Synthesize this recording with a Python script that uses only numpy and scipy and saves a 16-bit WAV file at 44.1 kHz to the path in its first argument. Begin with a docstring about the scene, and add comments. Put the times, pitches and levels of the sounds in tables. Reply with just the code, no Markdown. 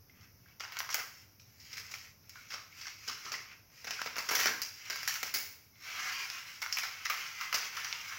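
"""A low rumble and faint hiss run throughout, under pitched plops, seed pops and surges of sizzling.
Mustard seeds fry in hot oil in a deep steel pot: shaped noise bursts make each pop and spit.
Dense random bursts make the sizzle, in short surges over a boil that takes hold near 6 s.
Plops are decaying sines. Noise echoes carry the rattle of the steel wall and the bare kitchen's tail."""
import sys
import numpy as np
from scipy import signal
from scipy.fft import rfft, irfft, next_fast_len
from scipy.io import wavfile
from scipy.ndimage import map_coordinates

SR = 44100
rng = np.random.default_rng(int(sys.argv[2]) if len(sys.argv) > 2 else 0)


def log_audio(samples):
    """Write samples as a 16-bit WAV file to the path given in sys.argv[1]."""
    # one column per channel
    frames = np.atleast_2d(samples).T
    # limit to full scale, then quantise
    limited = np.clip(frames, -1, 1)
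    pcm = np.round(limited * 32767).astype(np.int16)
    wavfile.write(sys.argv[1], SR, pcm)


N = 360738  # length [samples]

# rumble spectrum, relative: (frequency [Hz], level [dB])
RUMBLE_SPECTRUM = [(15, -55), (25, -37), (40, -12), (65, -12.5), (92, 1.5), (125, -4), (160, -9.5),
                   (300, -16.5), (800, -79)]
# drift of the rumble, before its offset: (time [s], level [dB])
RUMBLE_DRIFT = [(0, -67.5), (0.25, -63), (0.75, -71), (1.8, -65.5), (2.2, -68.5), (5.3, -70), (7.3, -72.5),
                (8.18, -69)]
# hiss spectrum, relative: (frequency [Hz], level [dB])
HISS_SPECTRUM = [(200, -8.5), (400, -5), (800, -9.5), (1400, -10), (2150, -17.5), (3000, -22), (4200, -21),
                 (5000, -7.5), (5700, -4.5), (6700, -14.5), (8400, -61), (10000, -22.5), (12000, -9),
                 (15500, -9)]
# bursting large bubbles: (time [s], peak before the mix [dB], pitch [Hz])
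PLOPS = [(0.096, -48, 2100), (0.459, -48, 1610), (1.396, -49, 2480), (1.939, -31.5, 2400),
         (2.356, -38.5, 1440), (2.726, -42, 2240), (2.855, -35, 1490), (3.092, -31.5, 1260),
         (3.263, -33.5, 1245), (3.342, -24.5, 2010), (3.514, -43.5, 2580), (3.992, -26, 1520),
         (4.457, -17, 1610), (5.231, -25.5, 2230), (5.756, -49, 2150), (6.770, -23, 2290)]
# steam surges: (time [s], seething [dB], hold [s], splutter offset [dB], fizz offset [dB])
SURGES = [(0.23, -59, 0.013, -0.5, -6.5), (0.47, -72.5, 0.1, 7.5, -10), (0.759, -52.5, 0.16, 7.5, 0),
          (1.15, -69.5, 0.06, -11, 9), (1.62, -63.5, .04, -4, 6.5), (1.718, -55, 0.33, -0.5, 2.5),
          (2.362, -57.5, 0.16, -4.5, 0), (2.839, -49, 0.039, 0, 1), (3.08, -51.5, 0.19, 1, 1.5),
          (3.50, -60, 0.028, 4, -18), (3.868, -50, 0.33, -0.5, 1), (4.348, -39.5, 0.1, 1, 5.5),
          (4.62, -61, 0.017, 15, -7), (4.79, -64, 0.044, -6, 7), (4.889, -47.5, 0.38, 0.5, 2),
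          (5.552, -75, 0.026, -8, -13)]
# boil beneath the surges: (time [s], seething [dB])
BOIL = [(0, -79.5), (5.71, -81), (5.85, -44), (5.99, -34.5), (6.12, -40.5), (6.27, -42), (6.5, -51),
        (6.95, -45), (7.35, -43.5), (7.8, -42.5), (8.18, -46)]
# louder seeds: (time [s], echo level before pot and mix [dB], direct crack over the echo [dB],
# then against the snap: thump [dB], knock [dB], air [dB])
LOUD_POPS = [ (0.598, -15, -4, -6, -10, -12), (0.603, -8.5, -16, 1, 2.5, -9),
             (0.635, -13.5, -19, -1, 10.5, -9), (0.722, -17.5, -3.5, -7, 5.5, -1),
             (0.769, -20.5, 6.5, -6, 9, -6), (0.789, -6.5, -3.5, -18, -13, 1.5),
             (0.804, -16.5, 1.5, -1, 20, -9), (0.891, -19, -0.5, 0, 18.5, -2),
             (0.903, -4.5, -12, -8, -18, -7), (0.927, -4, -11, -7, -18, -10), (0.944, -1, -0.5, 1, 2, 3),
             (0.991, -10.5, -5, 2, 6, -12), (1.397, -21, -11, -10, -24, -13),
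             (1.600, -19, -20, 2, -18, -12), (1.730, -11.5, -4, -2, -8.5, -9),
             (1.770, -8, -12, -6, -8, -4.5), (1.799, -20, 2, 7, -3, -4), (1.866, -23, -2, 5, -5, -7),
             (1.911, -11, -23, 4, -7, -4), (1.940, -10.5, -7, -4, -0.5, -5),
             (2.295, -19.5, 5.5, -8, -16, -5), (2.503, -10, -29, -11, -2, -9),
             (2.518, -11, -20, -4, 5.5, -7), (2.540, -12, -3.5, 5, 8.5, -8), (2.811, -9, -27, -27, -9, -12),
             (2.869, -8.5, -2.5, -21, -4.5, -20), (3.077, -1, -16, 5.5, -12, -9.5),
             (3.249, -8, -26, 5, -8, -22), (3.318, -2.5, -19, 0, -3, -8.5), (3.340, -12.5, -1, 8, 3.5, -21),
             (3.843, -11.5, -23, 15, 1.5, -4), (3.870, -7.5, -21, 7, 1, -12), (3.908, -5.5, -0.5, 5, 0, -8),
             (3.992, -29, -10, 13, 21, -11), (4.017, -14, 8, 3, 4.5, -10), (4.061, -8, -4, 12.5, 8, -9),
             (4.158, -14, -4, -8, 8, -14), (4.166, -14, -2, 13, 10, 1), (4.183, -3, -3, 8.5, 1.5, -4),
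             (4.225, -21.5, -5, -13, 17, -12), (4.288, -1, -15, 7, 4.5, -4), (4.309, 0.5, -24, 11, 6.5, 2),
             (4.351, 3.5, -16, 3, -8, 2), (4.390, -0.5, -21, 10, 8.5, 4.5),
             (4.458, -0.5, -6.5, 19.5, 8.5, 1), (4.470, 3, -5, 9, -12.5, -17),
             (4.618, 0.5, -3, -17, -18, -4.5), (4.899, -0.5, -38, 3, -1.5, -7),
             (4.959, -15.5, 0, -15, 6.5, 1), (5.031, -19, 4, -8, 0, 2), (5.077, 3, -6, -13, -4.5, 1),
             (5.141, -12, 1, -6, -11, -3), (5.156, -11, -0.5, -11, 1.5, 0), (5.230, -5.5, -2, 8, 0, 2),
             (5.339, 1, -22, 4.5, -4.5, 5.5), (5.344, 1, -9.5, 1, -23, -19),
             (6.301, -11.5, 0.5, -13, -3, -7), (6.618, -6.5, -11, -7, 8, -1),
             (6.626, -23, 6.5, -13, 10, -1), (6.662, -30.5, 14, -1, 13, -3), (6.726, 0.5, 0, -23, -29, -11),
             (6.770, -10, -4, -12, 2, 2), (6.785, -3.5, -8, -24, 2, -2), (6.832, -5, -24, -6, 4.5, -6),
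             (7.051, -2.5, -8, -23, 3.5, -10), (7.099, -2.5, -6, -6, 9.5, 0),
             (7.411, -11, -3.5, -52, 9, -2), (7.526, -3, -22, -1, 9.5, -2), (7.543, 4, -9, 1, -2, -4),
             (7.748, -17, -15, 1, 9, -1), (7.768, -8, -7.5, -16, 7.5, -6), (7.846, -6, -7, -44, 6, -6),
             (7.927, -10.5, 4, -11, -1, -30), (8.121, -24, -2, -3, 20.5, -23)]
# centres of a seed's colour bands: thump, knock, body, snap, air [Hz]
COLOUR_HZ = [300, 950, 2200, 5400, 12500]
# broad tone of the pot, relative: (frequency [Hz], level [dB])
POT_TONE = [(120, -28.5), (300, -21.5), (600, -13.5), (900, -10.5), (1400, -1.5), (2200, -1.5),
            (3000, -5.5), (3700, -9.5), (5500, 0.5), (7000, -9.5), (8700, -25), (11000, -15.5),
            (14000, -12), (15500, -7.5)]
# narrow pot resonances: (frequency [Hz], width [Hz], level over the broad tone [dB])
POT_MODES = [(240, 15, 0), (432, 49, -2.5), (763, 23, -2.5), (925, 3.2, 4), (1066, 3.1, 4.5),
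             (1293, 59, -8.5), (1580, 2.8, -5), (1540, 4.8, -17), (1907, 10, 2), (2052, 17, 4),
             (2208, 71, -2), (2657, 10.3, 3.5), (2816, 21, -1.5), (4810, 29, -3)]

SWELL_DB_PER_S, EBB_DB_PER_S = 129, 208
FULL_BOIL_DB = -46.5  # reference seething
FIZZ_DB, FIZZ_DB_PER_DB = -47.5, 0.84  # fizz at full boil, growth per dB of seething
UNREST_DB, UNREST_PER_S = 2.5, 14  # random flicker of the seething
BODY_DB, BODY_DB_PER_DB = -1, 0.47  # body of a pop: offset, growth per dB of knock
# faint seeds: echo level at full boil, growth per dB of seething, scatter
SMALL_DB, SMALL_DB_PER_DB, SMALL_SPREAD_DB = -22.5, 0.75, 1
SMALL_CRACK_DB, SMALL_THUMP_DB, SMALL_AIR_DB = -4, -15, -10
SMALL_KNOCK_DB, SMALL_KNOCK_SPREAD_DB = 0.5, 5.5
TOP_HZ = 16000  # band limit


def amp(db):
    """Decibels to gain."""
    return 10 ** (np.asarray(db) / 20)


def unit(x):
    """Scale to rms 1."""
    return x / np.sqrt(np.mean(x ** 2) + 1e-20)


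def along(points, hz):
    """(Hz, value) points read on a log axis."""
    point_hz, values = np.transpose(points)
    return np.interp(np.log(hz + 1), np.log(point_hz + 1), values)


def filtered(x, response):
    """x times a complex response of frequency."""
    size = next_fast_len(N + SR // 4)
    hz = np.fft.rfftfreq(size, 1 / SR)
    return irfft(rfft(x, size) * response(hz), size)[..., :N]


def causal(points, size=1024):
    """Minimum-phase impulse response of a (Hz, dB) colour, via the folded cepstrum."""
    gain = amp(along(points, np.fft.rfftfreq(size, 1 / SR)))
    cepstrum = irfft(np.log(gain))
    cepstrum[1:size // 2] *= 2
    cepstrum[size // 2 + 1:] = 0
    return irfft(np.exp(rfft(cepstrum)))


def add(track, start, sound):
    """Mix a sound into the track from a given sample on."""
    start = min(max(start, 0), N)
    track[start:start + len(sound)] += sound[:N - start]


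def wobble(per_s):
    """A smooth random curve of rms roughly 1."""
    knots = rng.standard_normal(int(N * per_s / SR) + 4)
    return map_coordinates(knots, [np.arange(N) * per_s / SR])


def dying(t60_s, size=28000):
    """Exponential envelope of energy 1."""
    envelope = np.exp(-np.log(1000) * np.arange(size) / SR / t60_s)
    return envelope / np.linalg.norm(envelope)


def echo_shape(wall_t60_s, room_t60_s, room_db):
    """Envelope of energy 1: the rattle round the steel wall plus the kitchen's tail."""
    power = dying(wall_t60_s) ** 2 + (amp(room_db) * dying(room_t60_s)) ** 2
    return np.sqrt(power / power.sum())


def echoes(shape, clump_db, clump_t60_s, size=40):
    """Noise echoes from one spot in the pot: the first come in clumps, focused by the round wall."""
    n = np.arange(len(shape))
    knots = n[::size]
    clumps = np.interp(n, knots, rng.standard_normal(len(knots)))
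    fade = np.exp(-np.log(1000) * n / SR / clump_t60_s)
    envelope = shape * amp(clump_db * clumps * fade)
    return rng.standard_normal(len(n)) * envelope / np.linalg.norm(envelope)


def steady(spectrum, db, side_db):
    """Even noise of a given spectrum, nearly the same in both ears."""
    noise = rng.standard_normal((2, N))
    mid, side = unit(filtered(noise, lambda hz: amp(along(spectrum, hz))))
    return amp(db) * (mid + amp(side_db) * np.array([side, -side]))


def plopping_bubbles():
    """The open cavity of a large bubble rings as a decaying sine; wall and room echo it."""
    track = np.zeros(N)
    shape = echo_shape(wall_t60_s=0.029, room_t60_s=0.48, room_db=-1)
    decay = dying(t60_s=0.012, size=1500)
    t = np.arange(len(decay)) / SR
    decay = decay * (1 - np.exp(-t / 0.00011))  # the film takes a moment to tear
    for time_s, peak_db, pitch_hz in PLOPS:
        # a small source radiates its rate of change
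        ring = np.gradient(decay * np.sin(2 * np.pi * pitch_hz * t))
        plop = signal.fftconvolve(echoes(shape, clump_db=4.0, clump_t60_s=0.27), ring)
        add(track, round(time_s * SR), amp(peak_db) * plop / np.abs(plop).max())
    return track


def shares(seething_db):
    """Levels of simmer, splutter and fizz [dB] at a given seething."""
    fizz_db = FIZZ_DB + FIZZ_DB_PER_DB * (seething_db - FULL_BOIL_DB)
    return np.array([seething_db, seething_db, fizz_db])


def seething():
    """Drive of simmer, splutter and fizz [dB per sample]: steam surges swell, hold and ebb over the boil."""
    t = np.arange(N) / SR
    levels_db = shares(np.interp(t, *np.transpose(BOIL)))
    for time_s, db, hold_s, splutter_db, fizz_db in SURGES:
        swell_db = SWELL_DB_PER_S * np.maximum(time_s - t, 0)
        ebb_db = EBB_DB_PER_S * np.maximum(t - time_s - hold_s, 0)
        surge_db = shares(db - swell_db - ebb_db) + np.array([[0], [splutter_db], [fizz_db]])
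        levels_db = np.maximum(levels_db, surge_db)
    return levels_db + UNREST_DB * wobble(UNREST_PER_S)


def bubbles(level_db, colour, rate_per_s, growth, spread_db, size=6000):
    """Tiny bursts at random moments; the harder the oil seethes, the more of them."""
    level = amp(level_db)
    chance = np.clip(rate_per_s / SR * unit(level) ** growth, 1 / SR, 1)
    spread = np.clip(rng.standard_normal(N), -2, 2)
    sizes = amp(spread_db * spread) * rng.choice([-1, 1], N)
    hits = rng.random(N) < chance
    bursts = level * unit(hits * sizes / np.sqrt(chance))  # density leaves the level alone
    shape = echo_shape(wall_t60_s=0.1, room_t60_s=0.18, room_db=-5.0)
    track = np.zeros(N)
    for start in range(0, N, size):  # fresh echoes per block: the seething wanders about the heap of seeds
        spot = echoes(shape, clump_db=2.5, clump_t60_s=0.26)
        add(track, start, signal.fftconvolve(bursts[start:start + size], spot))
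    return signal.oaconvolve(track, causal(colour))[:N]


def sizzling_oil(coarse_db, low_db, fine_db):
    """Coarse bubbles simmer in a narrow band and splutter lower; fine ones fizz above them."""
    simmer_db = coarse_db - 0.15 * (coarse_db + 33.0)  # lingers in the lulls
    splutter_db = low_db + 0.2 * (low_db + 51.0)  # grows faster than the boil as a whole
    # colours: (frequency [Hz], level [dB])
    simmer_colour = [(900, -29.5), (1700, -9.5), (2150, 0), (2550, 1.5), (3300, -26), (8000, -38)]
    splutter_colour = [(300, -4.5), (600, -9.0), (1000, 1.5), (1550, 2.0),
                       (2150, -5.0), (3000, 3), (4500, -7.5), (8000, -31.0)]
    fizz_colour = [(1200, -8), (2800, -0.5), (4000, 0.5), (7000, 2), (12000, -2.5)]
    simmer = bubbles(simmer_db, simmer_colour, rate_per_s=3000, growth=0.5, spread_db=5.0)
    splutter = bubbles(splutter_db, splutter_colour, rate_per_s=3000, growth=0.62, spread_db=7.5)
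    fizz = bubbles(fine_db, fizz_colour, rate_per_s=4500, growth=0.45, spread_db=8.5)
    return simmer + splutter + fizz


def small_pops(seethe_db, count=90):
    """Rows for the faint seeds: at random moments, stronger while the oil seethes."""
    at = rng.integers(0, N, count)
    strength, hollow = np.clip(rng.standard_normal((count, 2)), -2, 2).T
    below_boil_db = np.minimum(seethe_db[at] - FULL_BOIL_DB, 0)
    echo_db = SMALL_DB + SMALL_DB_PER_DB * below_boil_db + SMALL_SPREAD_DB * strength
    knock_db = SMALL_KNOCK_DB + SMALL_KNOCK_SPREAD_DB * hollow
    return [(time_s, level, SMALL_CRACK_DB, SMALL_THUMP_DB, knock, SMALL_AIR_DB)
            for time_s, level, knock in zip(at / SR, echo_db, knock_db)]


def crack(t60_s, rise_s, bounce_s, bounce_db, rattle_t60_s, rattle_db, size=1400):
    """The split of a husk, of energy 1: a sharp burst, one bounce across the pot, a short rattle."""
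    t = np.arange(size) / SR
    burst = dying(t60_s, size) * (1 - np.exp(-t / rise_s)) ** 2
    burst /= np.linalg.norm(burst)
    bounce = amp(bounce_db) * np.interp(t - bounce_s, t, burst, left=0)
    rattle = amp(rattle_db) * dying(rattle_t60_s, size)
    envelope = np.sqrt(burst ** 2 + bounce ** 2 + rattle ** 2)
    sound = rng.standard_normal(size) * envelope
    return sound / np.linalg.norm(sound)


def spot_colour(band_db, ripple_db, count):
    """A seed's own colour, rippled because each spot stirs the pot's air resonances differently."""
    hz = np.linspace(0, SR / 2, count)
    ripple = ripple_db * np.clip(rng.standard_normal(count), -2, 2)
    bands = along(list(zip(COLOUR_HZ, band_db)), hz)
    return causal(np.transpose([hz, bands + ripple]))


def popping_seeds(pops):
    """Each husk splits with a dry crack, or spits softly from under the oil; wall and room echo it."""
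    track = np.zeros(N)
    shape = echo_shape(wall_t60_s=0.105, room_t60_s=0.55, room_db=2.5)
    build_up = 1 - np.exp(-np.arange(len(shape)) / SR / 0.00086)  # echoes need a moment to gather
    for time_s, echo_db, crack_db, thump_db, knock_db, air_db in pops:
        pop = echoes(shape * build_up, clump_db=4.5, clump_t60_s=0.63)
        split = crack(t60_s=0.0026, rise_s=0.00017, bounce_s=0.00346, bounce_db=-8,
                      rattle_t60_s=0.007, rattle_db=-8)
        add(pop, 0, amp(crack_db) * split)
        body_db = BODY_DB + BODY_DB_PER_DB * knock_db
        colour = spot_colour([thump_db, knock_db, body_db, 0, air_db], ripple_db=3, count=112)
        add(track, round(time_s * SR), amp(echo_db) * signal.fftconvolve(pop, colour))
    return track


def pot_ring(hz):
    """Unity plus one band-pass resonance per pot mode."""
    response = 1
    for mode_hz, width_hz, db in POT_MODES:
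        damping = 1j * hz * width_hz
        response = response + amp(db) * damping / (mode_hz * mode_hz - hz * hz + damping)
    return response


def pot(x):
    """The steel pot colours seeds and sizzle, rings at its own pitches and radiates no deep bass."""
    tone = causal(POT_TONE, size=4096)
    x = signal.oaconvolve(x, tone / np.linalg.norm(tone))[:N]
    x = signal.sosfilt(signal.butter(3, 110, "highpass", fs=SR, output="sos"), x)
    return filtered(x, pot_ring)


def scene():
    """The pot straight ahead, in the kitchen's rumble and the microphones' hiss."""
    seethe_db, splutter_db, fizz_db = seething()
    seeds = popping_seeds(LOUD_POPS + small_pops(seethe_db))
    sizzle = sizzling_oil(seethe_db, splutter_db, fizz_db)
    frying = amp(-1.5) * pot(seeds + sizzle) + amp(-4.0) * plopping_bubbles()
    drift = amp(np.interp(np.arange(N) / SR, *np.transpose(RUMBLE_DRIFT)))
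    rumble = drift * steady(RUMBLE_SPECTRUM, db=1.5, side_db=-20)
    hiss = steady(HISS_SPECTRUM, db=-64.5, side_db=-15.0)
    return frying + rumble + hiss


def record(dry):
    """Steep low-pass at the band limit."""
    return filtered(dry, lambda hz: 1 / (1 + (hz / TOP_HZ) ** 160))


dry = scene()
out = record(dry)
log_audio(out)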